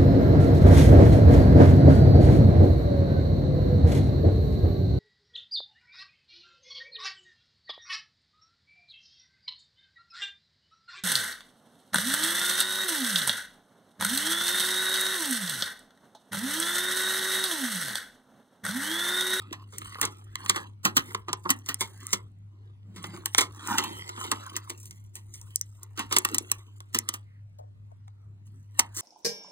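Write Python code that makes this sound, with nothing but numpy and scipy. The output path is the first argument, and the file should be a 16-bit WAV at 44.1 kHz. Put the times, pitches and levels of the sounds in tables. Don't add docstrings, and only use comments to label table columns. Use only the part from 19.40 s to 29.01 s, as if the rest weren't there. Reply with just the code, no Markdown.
import sys
import numpy as np
from scipy import signal
from scipy.io import wavfile
from scipy.ndimage import uniform_filter1d

SR = 44100
rng = np.random.default_rng(int(sys.argv[2]) if len(sys.argv) > 2 else 0)


def generate_wav(signal):
    frames = np.transpose(np.atleast_2d(signal))
    scaled = np.clip(frames, -1, 1) * 32767
    pcm = np.round(scaled).astype(np.int16)
    wavfile.write(sys.argv[1], SR, pcm)


N = 423801

# start_s, crack_db, jar_ring_db, crack_t60_s
SNAPS = [(0.1268, -30, -34.5, 0.073), (0.383, -19.5, -54, 0.03), (0.417, -41, -32, 0.02),
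         (0.554, -70, -31, 0.02), (0.324, -42.5, -45.5, 0.47), (0.585, -64, -34, 0.035),
         (0.6138, -9.5, -29, 0.027), (0.627, -18, -23.5, 0.14), (0.652, -13, -39, 0.024),
         (0.9555, -18.5, -29.5, 0.007), (1.061, -28, -30, 0.026), (1.0957, -4.5, -19, 0.052),
         (1.1599, -26.5, -26.5, 0.12), (1.4507, -9, -16.5, 0.1), (1.5673, -5.5, -15.5, 0.08),
         (1.747, -22.5, -20, 0.027), (1.8833, -39.5, -25.5, 0.096), (1.93, -15, -22, 0.024),
         (2.053, -79, -21, 0.074), (2.092, -26.5, -22.5, 0.046), (2.1032, -6.5, -22.5, 0.052),
         (2.261, -33.5, -50, 0.087), (2.2875, -16.5, -29, 0.1), (2.3437, -11, -48, 0.0048),
         (2.408, -14.5, -25.5, 0.13), (2.6678, -20, -61, 0.0056), (2.7302, -9, -22, 0.068),
         (3.561, -38.5, -45, 0.19), (3.641, -35.5, -29.5, 0.04), (3.858, -12.5, -31.5, 0.031),
         (3.9478, -9.5, -19, 0.0023), (3.9813, -6, -17, 0.076), (4.0079, -13, -24, 0.11),
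         (4.382, -11.5, -22.5, 0.074), (4.4382, -23.5, -30, 0.063), (4.691, -30.5, -34.5, 0.039),
         (4.774, -59, -34, 0.12), (4.839, -30.5, -35, 0.15), (4.9155, -15, -21, 0.053),
         (5.1646, -16, -33.5, 0.06), (5.2971, -25, -33, 0.085), (5.456, -33.5, -64, 0.03),
         (5.509, -30.5, -53, 0.035), (5.754, -23, -54, 0.15), (5.939, -32, -61, 0.13),
         (6.014, -34, -65, 0.025), (6.159, -6.5, -61, 0.0043), (6.2122, -14.5, -53.5, 0.0073),
         (6.4316, -27, -75, 0.031), (6.575, -30.5, -34, 0.21), (6.592, -26, -26, 0.12),
         (6.711, -35, -28, 0.095), (6.7238, -14, -25, 0.12), (6.7649, -8, -17.5, 0.049),
         (6.785, -3.5, -40.5, 0.017), (6.849, -13, -21, 0.027), (6.888, -29.5, -36, 0.0097),
         (6.9452, -12, -31, 0.046), (6.9831, -6.5, -38, 0.013), (7.116, -4.5, -30, 0.024),
         (7.404, -37.5, -42.5, 0.015), (7.546, -16, -23, 0.098), (7.5875, -8.5, -39, 0.012),
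         (7.6889, -13.5, -29.5, 0.029), (7.7386, -22, -36, 0.07), (8.68, -52, -59.5, 0.015),
         (9.393, -3.5, -22, 0.042), (9.5662, -21, -44, 0.74)]
# frequency_hz, level_db
FOIL = [(3500, -42.5), (5500, 5), (9200, 6), (11500, -3), (14000, 1.5), (15800, -9)]
# pitch_hz, width_hz, level_db
RIM = [(2008, 170, 0), (3055, 720, -2.5), (4180, 260, -14)]
# pitch_hz, width_hz, level_db
MOUTH = [(1004, 62, 11), (1164.5, 210, 15)]
# pitch_hz, width_hz, level_db
HOLLOW = [(176, 29, 2.5), (262, 42, -3), (331, 49, 6), (700, 110, -15)]
TORN_S = 3.9
RIM_FROM_CRACK, SNAP_RIM_DB, SNAP_HOLLOW_DB = 0.41, 3.5, -12
LONG_HOLLOW_DB, LONG_RIM_DB, USUAL_T60_S = 3, -0.5, 0.037
# start_s, rise_s, fade_s, fizz_db, jar_ring_db
PULLS = [(-0.05, 0.027, 1.0, -66.5, -55.5), (0.297, 0.18, 0.52, -49.5, -47.5),
         (0.847, 0.31, 0.15, -47, -39.5), (1.44, 0.26, 0.16, -49.5, -49.5), (1.88, 0.24, 0.18, -52.5, -66),
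         (2.23, 0.47, 0.21, -52.5, -53), (2.95, 0.32, 0.38, -90, -67), (3.5, 0.16, 0.75, -56, -52.5),
         (3.85, 0.16, 0.029, -35, -64), (4.154, 0.15, 0.62, -35.5, -30), (4.602, 0.21, 0.67, -46, -42),
         (5.251, 0.13, 0.49, -53.5, -70), (5.661, 0.38, 0.5, -53, -65.5), (6.362, 0.076, 0.16, -73.5, -59),
         (6.53, 0.37, 0.63, -50, -50.5), (7.419, 0.28, 0.17, -60.5, -54), (9.04, 0.021, 0.52, -69.5, -88),
         (9.299, 0.1, 0.18, -55, -50.5), (9.501, 0.12, 0.16, -43, -46.5)]
SWELL_DB, ROUND = -31, 1.016
IDLE_FIZZ_DB, IDLE_JAR_DB = -87, -84.5
HOLLOW_FOLLOWS, HOLLOW_DB = 0.96, -3.5
BEND_DB = 5.5
BEND_STEP = 0.05
# start_s, peak_db, pitch_hz, t60_s
THUMPS = [(0.114, -32.5, 325, .06), (1.452, -29.5, 183.2, .08), (2.103, -22.5, 264, 0.055),
          (9.391, -22, 905, 0.14)]
# middle_s, length_s, mean_pitch_hz, level_db
SWISHES = [(3.594, .35, 180.3, -48.5), (7.931, 0.24, 2010, -72), (8.831, .3, 1282, -78),
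           (9.2, 0.15, 1610, -76)]
# start_s, peak_db, pitch_hz, t60_s
GRIP = [(8.185, -36, 622, 0.23), (8.515, -43.5, 645, 0.034), (8.674, -43.5, 836, 0.057)]
# frequency_hz, t60_s
ROOM = [(250, 0.35), (1500, 0.18), (12000, 0.022)]
# frequency_hz, lead_rad
LEAD = [(0, 4.5), (350, -0.97), (690, -2), (1030, -0.95), (1550, -2.5), (2070, -2), (3100, -3), (4130, -5),
        (6030, -2.5), (12060, 2.5), (16700, 8.5)]
# frequency_hz, drift_rad
SWAY = [(150, 0.068), (1500, .7), (10000, 0.016)]
# frequency_hz, difference_db
LEAN = [(400, -0.5), (1650, -2.5), (8000, 0)]
HUM_HZ, BEAT_UNIT_HZ = 100.79, 4.6
# offset above the hum (in units of BEAT_UNIT_HZ), level_db (rms)
THROB = [(0, -48.5), (1.004, -59.5)]
WEAKEST_S = 8.135
# frequency_hz, density_db
AIR = [(25, -16), (60, 1.5), (115, 4), (190, -5), (300, -13), (500, -26.5), (2000, -35.5), (16000, -56)]
# frequency_hz, density_db
AIR_SIDE = [(25, -8), (100, -6), (400, -21), (2500, -34.5), (16000, -56)]
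AIR_DB, AIR_SIDE_DB = -60.5, -64.5
EDGE_HZ = 16800


def snaps():
    out = np.zeros(N)
    t = np.arange(8000) / SR - .02
    after = np.maximum(t, 0)
    foil = causal(FOIL)
    for s, crack_db, mouth_db, t60 in SNAPS:
        doublings = np.log2(t60 / USUAL_T60_S)
        rim_db = RIM_FROM_CRACK * crack_db + (1 - RIM_FROM_CRACK) * mouth_db
        rim_db += SNAP_RIM_DB + LONG_RIM_DB * doublings
        hollow_db = mouth_db + SNAP_HOLLOW_DB + LONG_HOLLOW_DB * doublings
        shape, facet = rng.uniform(-1, 1, 2)

        creak = amp(-20.0) * np.exp(np.minimum(t, 0) / (0.067 * t60)) * (t < .002)
        burst = crackle(count=len(t), per_s=3000, spread_db=2.0, smooth=0.84)
        crack_decay = amp(-60 * after / t60) * (1 - np.exp(-after / (0.0089 * t60)))
        crack = burst * (creak + crack_decay)
        crack += 3.1 * np.exp(-((t - .0004) / .00003) ** 2)

        quick = crack * (.4 + amp(-60 * after / 0.036))
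        bright = signal.lfilter([1, .5 * facet, 0.52 * shape], [1], quick)
        push_decay = amp(-60 * after / (0.0079 + 0.9 * t60)) * (1 - np.exp(-after / 0.0021))
        push = burst[::-1] * (creak + push_decay)

        hollow = HOLLOW if s < TORN_S else HOLLOW[1:-1]
        parts = ((bright, foil, crack_db),
                 (crack, ringing(RIM, 1 + 0.1 * facet), rim_db),
                 (push, ringing(MOUTH, 1 + 0.092 * shape), mouth_db),
                 (push, ringing(hollow, 1 + 0.21 * facet), hollow_db))
        for drive, body, db in parts:
            sound = signal.fftconvolve(drive, body)[:len(t)]
            add(out, s + t[0], peaked(sound, db + 2.0))
    return out


def rustle():
    t, out = np.arange(N) / SR, 0
    fizz_db, mouth_db = (np.repeat(level, 32)[:N] for level in pulls(t[::32]))
    hollow_db = HOLLOW_FOLLOWS * mouth_db + HOLLOW_DB
    rim_db = 0.39 * fizz_db + 0.6 * mouth_db
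    drum_db = np.where(t < TORN_S, hollow_db - 5.0, -120)

    light = np.clip((-32 - mouth_db) / 28, .25, 1)
    light = light * np.clip((fizz_db - IDLE_FIZZ_DB) / 12, .2, 1)

    kinks = amp(4.0 * np.minimum(rng.exponential(1, N), 3)) * (rng.random(N) < 60 / SR)
    shared = .7 + signal.lfilter([1], [1, -np.exp(-1 / (.007 * SR))], kinks) * light

    levels = fizz_db, rim_db, mouth_db, hollow_db, drum_db
    bodies = None, RIM, MOUTH, HOLLOW[1:-1], HOLLOW[:1]
    for db, body in zip(levels, bodies):
        own = evened(uniform_filter1d(rng.standard_normal(N), 900))
        creases = crackle(count=N, per_s=580, spread_db=3.5, smooth=1)
        shake = np.sqrt(shared) if body else shared
        drive = creases * shake * amp(2.5 * light * own)
        sound = flexing(drive, body) if body else signal.oaconvolve(drive, causal(FOIL))[:N]
        out = out + amp(db) * evened(sound)
    return out


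def pulls(t):
    power = np.ones_like(t) * amp([[2 * IDLE_FIZZ_DB], [2 * IDLE_JAR_DB]])
    for start, rise, fade, fizz_db, jar_db in PULLS:
        peak_s = start + rise
        off = np.maximum((peak_s - t) / rise, (t - peak_s) / fade)
        swell = amp(2 * SWELL_DB * np.minimum(off, 10) ** ROUND)
        power = power + amp([[2 * fizz_db], [2 * jar_db]]) * swell
    return 10 * np.log10(power)


def flexing(drive, modes):
    slow = uniform_filter1d(uniform_filter1d(rng.standard_normal(N), size=3000), size=3000)
    bend = np.clip(evened(slow), -2, 2)
    out = 0
    for k in range(-2, 3):
        share = np.sqrt(np.clip(1 - abs(bend - k), 0, 1))
        out = out + signal.oaconvolve(drive * share, ringing(modes, 1 + BEND_STEP * k))[:N]
    return out


def wandering(x):
    z = signal.stft(x, nperseg=512, noverlap=384)[2]
    patches = patchy(rng.standard_normal(z.shape[::-1]).T, bins=3, frames=30)
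    gain = amp(BEND_DB * patches - BEND_DB ** 2 / 14.0)
    return signal.istft(z * gain, nperseg=512, noverlap=384)[1][:N]


def thumps():
    out, t = np.zeros(N), np.arange(9000) / SR
    for s, db, hz, t60 in THUMPS:
        push = rng.standard_normal(len(t)) + 30 * np.exp(-t / 0.00029)
        push = push * amp(-60 * t / t60) * (1 - np.exp(-t / .001))
        sound = signal.fftconvolve(push, ringing([(hz, 0.1 * hz, 0)]))[:len(t)]
        add(out, s, peaked(sound, db))
    return out


def swishes():
    out = np.zeros(N)
    for s, length, hz, db in SWISHES:
        u = np.arange(0, 1, 1 / (length * SR))
        noise = rng.standard_normal((SR, 2))[:len(u)] @ [1, 1j]
        slow = signal.lfilter([1], [1, -np.exp(-np.pi * 0.12 * hz / SR)], noise)
        turns = np.cumsum(hz * (1 + 0.22 * (.5 - u))) / SR
        hiss = (slow * np.exp(2j * np.pi * turns)).real
        add(out, s - length / 2, amp(db) * np.sin(np.pi * u) * evened(hiss))
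    return out


def grip():
    out, t = np.zeros(N), np.arange(9000) / SR
    for s, db, hz, t60 in GRIP:
        scuff = rng.standard_normal(len(t)) * amp(-60 * t / t60) * (1 - np.exp(-t / 0.0027))
        sound = signal.fftconvolve(scuff, ringing([(hz, 0.21 * hz, 0)]))[:len(t)]
        sound = peaked(sound, 0) + 0.24 * scuff * amp(-60 * t / 0.089)
        add(out, s, peaked(sound, db))
    return out


def room(x):
    taps = np.zeros((2, SR // 2))
    at = np.arange(200, SR // 2 - 20, 20)
    at = at + rng.integers(0, 20, (2, len(at)))
    np.put_along_axis(taps, at, rng.choice([-1., 1.], at.shape), 1)
    hz, t, z = signal.stft(taps, SR, nperseg=256)
    decay = amp(-60 * t / read(ROOM, hz)[:, None])
    tail = signal.istft(z * decay, SR, nperseg=256)[1]
    common = tail[0] + 0.4 * tail[1] * np.array([[1], [-1]])
    return signal.fftconvolve(x[None], common / np.linalg.norm(common[0]), axes=1)[:, :N]


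def microphones(x):
    hz, t, z = signal.stft(x, SR, nperseg=512, noverlap=384)
    drift = patchy(rng.standard_normal(z.shape[:0:-1]).T, bins=12, frames=80)
    lead = read(LEAD, hz)[:, None] + read(SWAY, hz)[:, None] * drift
    half = np.exp(.5j * lead) * amp(read(LEAN, hz)[:, None] / 2)
    return signal.istft(z * np.array([half, 1 / half]), nperseg=512, noverlap=384)[1][:, :N]


def fan():
    t = np.arange(N) / SR - WEAKEST_S
    tones = [amp(db) * np.sin(2 * np.pi * (HUM_HZ + k * BEAT_UNIT_HZ) * t) for k, db in THROB]
    throb = np.sqrt(2) * (tones[0] - sum(tones[1:]))
    return throb * amp([[.4], [-.4]])


def air(points, db):
    hz = np.fft.rfftfreq(2048, 1 / SR)
    a, b, patches = rng.standard_normal((N // 512 + 5, 1025, 3)).T
    patches = patchy(patches, bins=10, frames=10)
    z = (a + 1j * b) * amp(read(points, hz)[:, None] + 4.0 * patches)
    return amp(db) * evened(signal.istft(z, nperseg=2048, noverlap=1536)[1][:N])


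def crackle(count, per_s, spread_db, smooth):
    size = amp(spread_db * np.minimum(rng.exponential(1, count), 5))
    clicks = size * (rng.random(count) < per_s / SR) * rng.standard_normal(count)
    return evened(clicks) + smooth * rng.standard_normal(count)


def ringing(modes, stretch=1, size=3000):
    t = np.arange(size) / SR
    ring = 0
    for hz, width, db in modes:
        decay = np.exp(-np.pi * width * t)
        ring = ring + amp(db) * width * decay * np.cos(2 * np.pi * hz * stretch * t)
    edges_hz = [0.62 * modes[0][0], 1.61 * modes[-1][0]]
    return signal.sosfilt(signal.butter(2, edges_hz, "band", fs=SR, output="sos"), ring)


def causal(points, size=1024):
    log_gain = np.log(amp(read(points, abs(np.fft.fftfreq(4 * size, 1 / SR)))))
    phase = -signal.hilbert(log_gain).imag
    return np.fft.ifft(np.exp(log_gain + 1j * phase)).real[:size]


def patchy(noise, bins, frames):
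    return evened(uniform_filter1d(uniform_filter1d(noise, bins, axis=0), frames, axis=1))


def read(points, hz):
    f, value = np.transpose(points)
    return np.interp(np.log(hz + 1), np.log(f + 1), value)


def amp(db):
    return 10 ** (np.asarray(db) / 20)


def evened(x):
    return x / np.sqrt(np.mean(x ** 2) + 1e-20)


def peaked(x, db):
    return amp(db) * x / abs(x).max()


def add(mix, s, sound):
    part = mix[round(s * SR):][:len(sound)]
    part += sound[:len(part)]


def scene():
    foil = snaps() + wandering(rustle()) + thumps() + swishes()
    opposed = air(AIR_SIDE, AIR_SIDE_DB) * np.array([[1], [-1]]) + grip() * np.array([[1], [-.65]])
    near = microphones(foil + amp(-18.5) * room(foil))
    return near + fan() + air(AIR, AIR_DB) + opposed


def record(dry):
    low_pass = signal.firwin(511, EDGE_HZ, window=("kaiser", 9), fs=SR)
    return signal.oaconvolve(dry, low_pass[None], "same")


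dry = scene()
out = record(dry)
generate_wav(out)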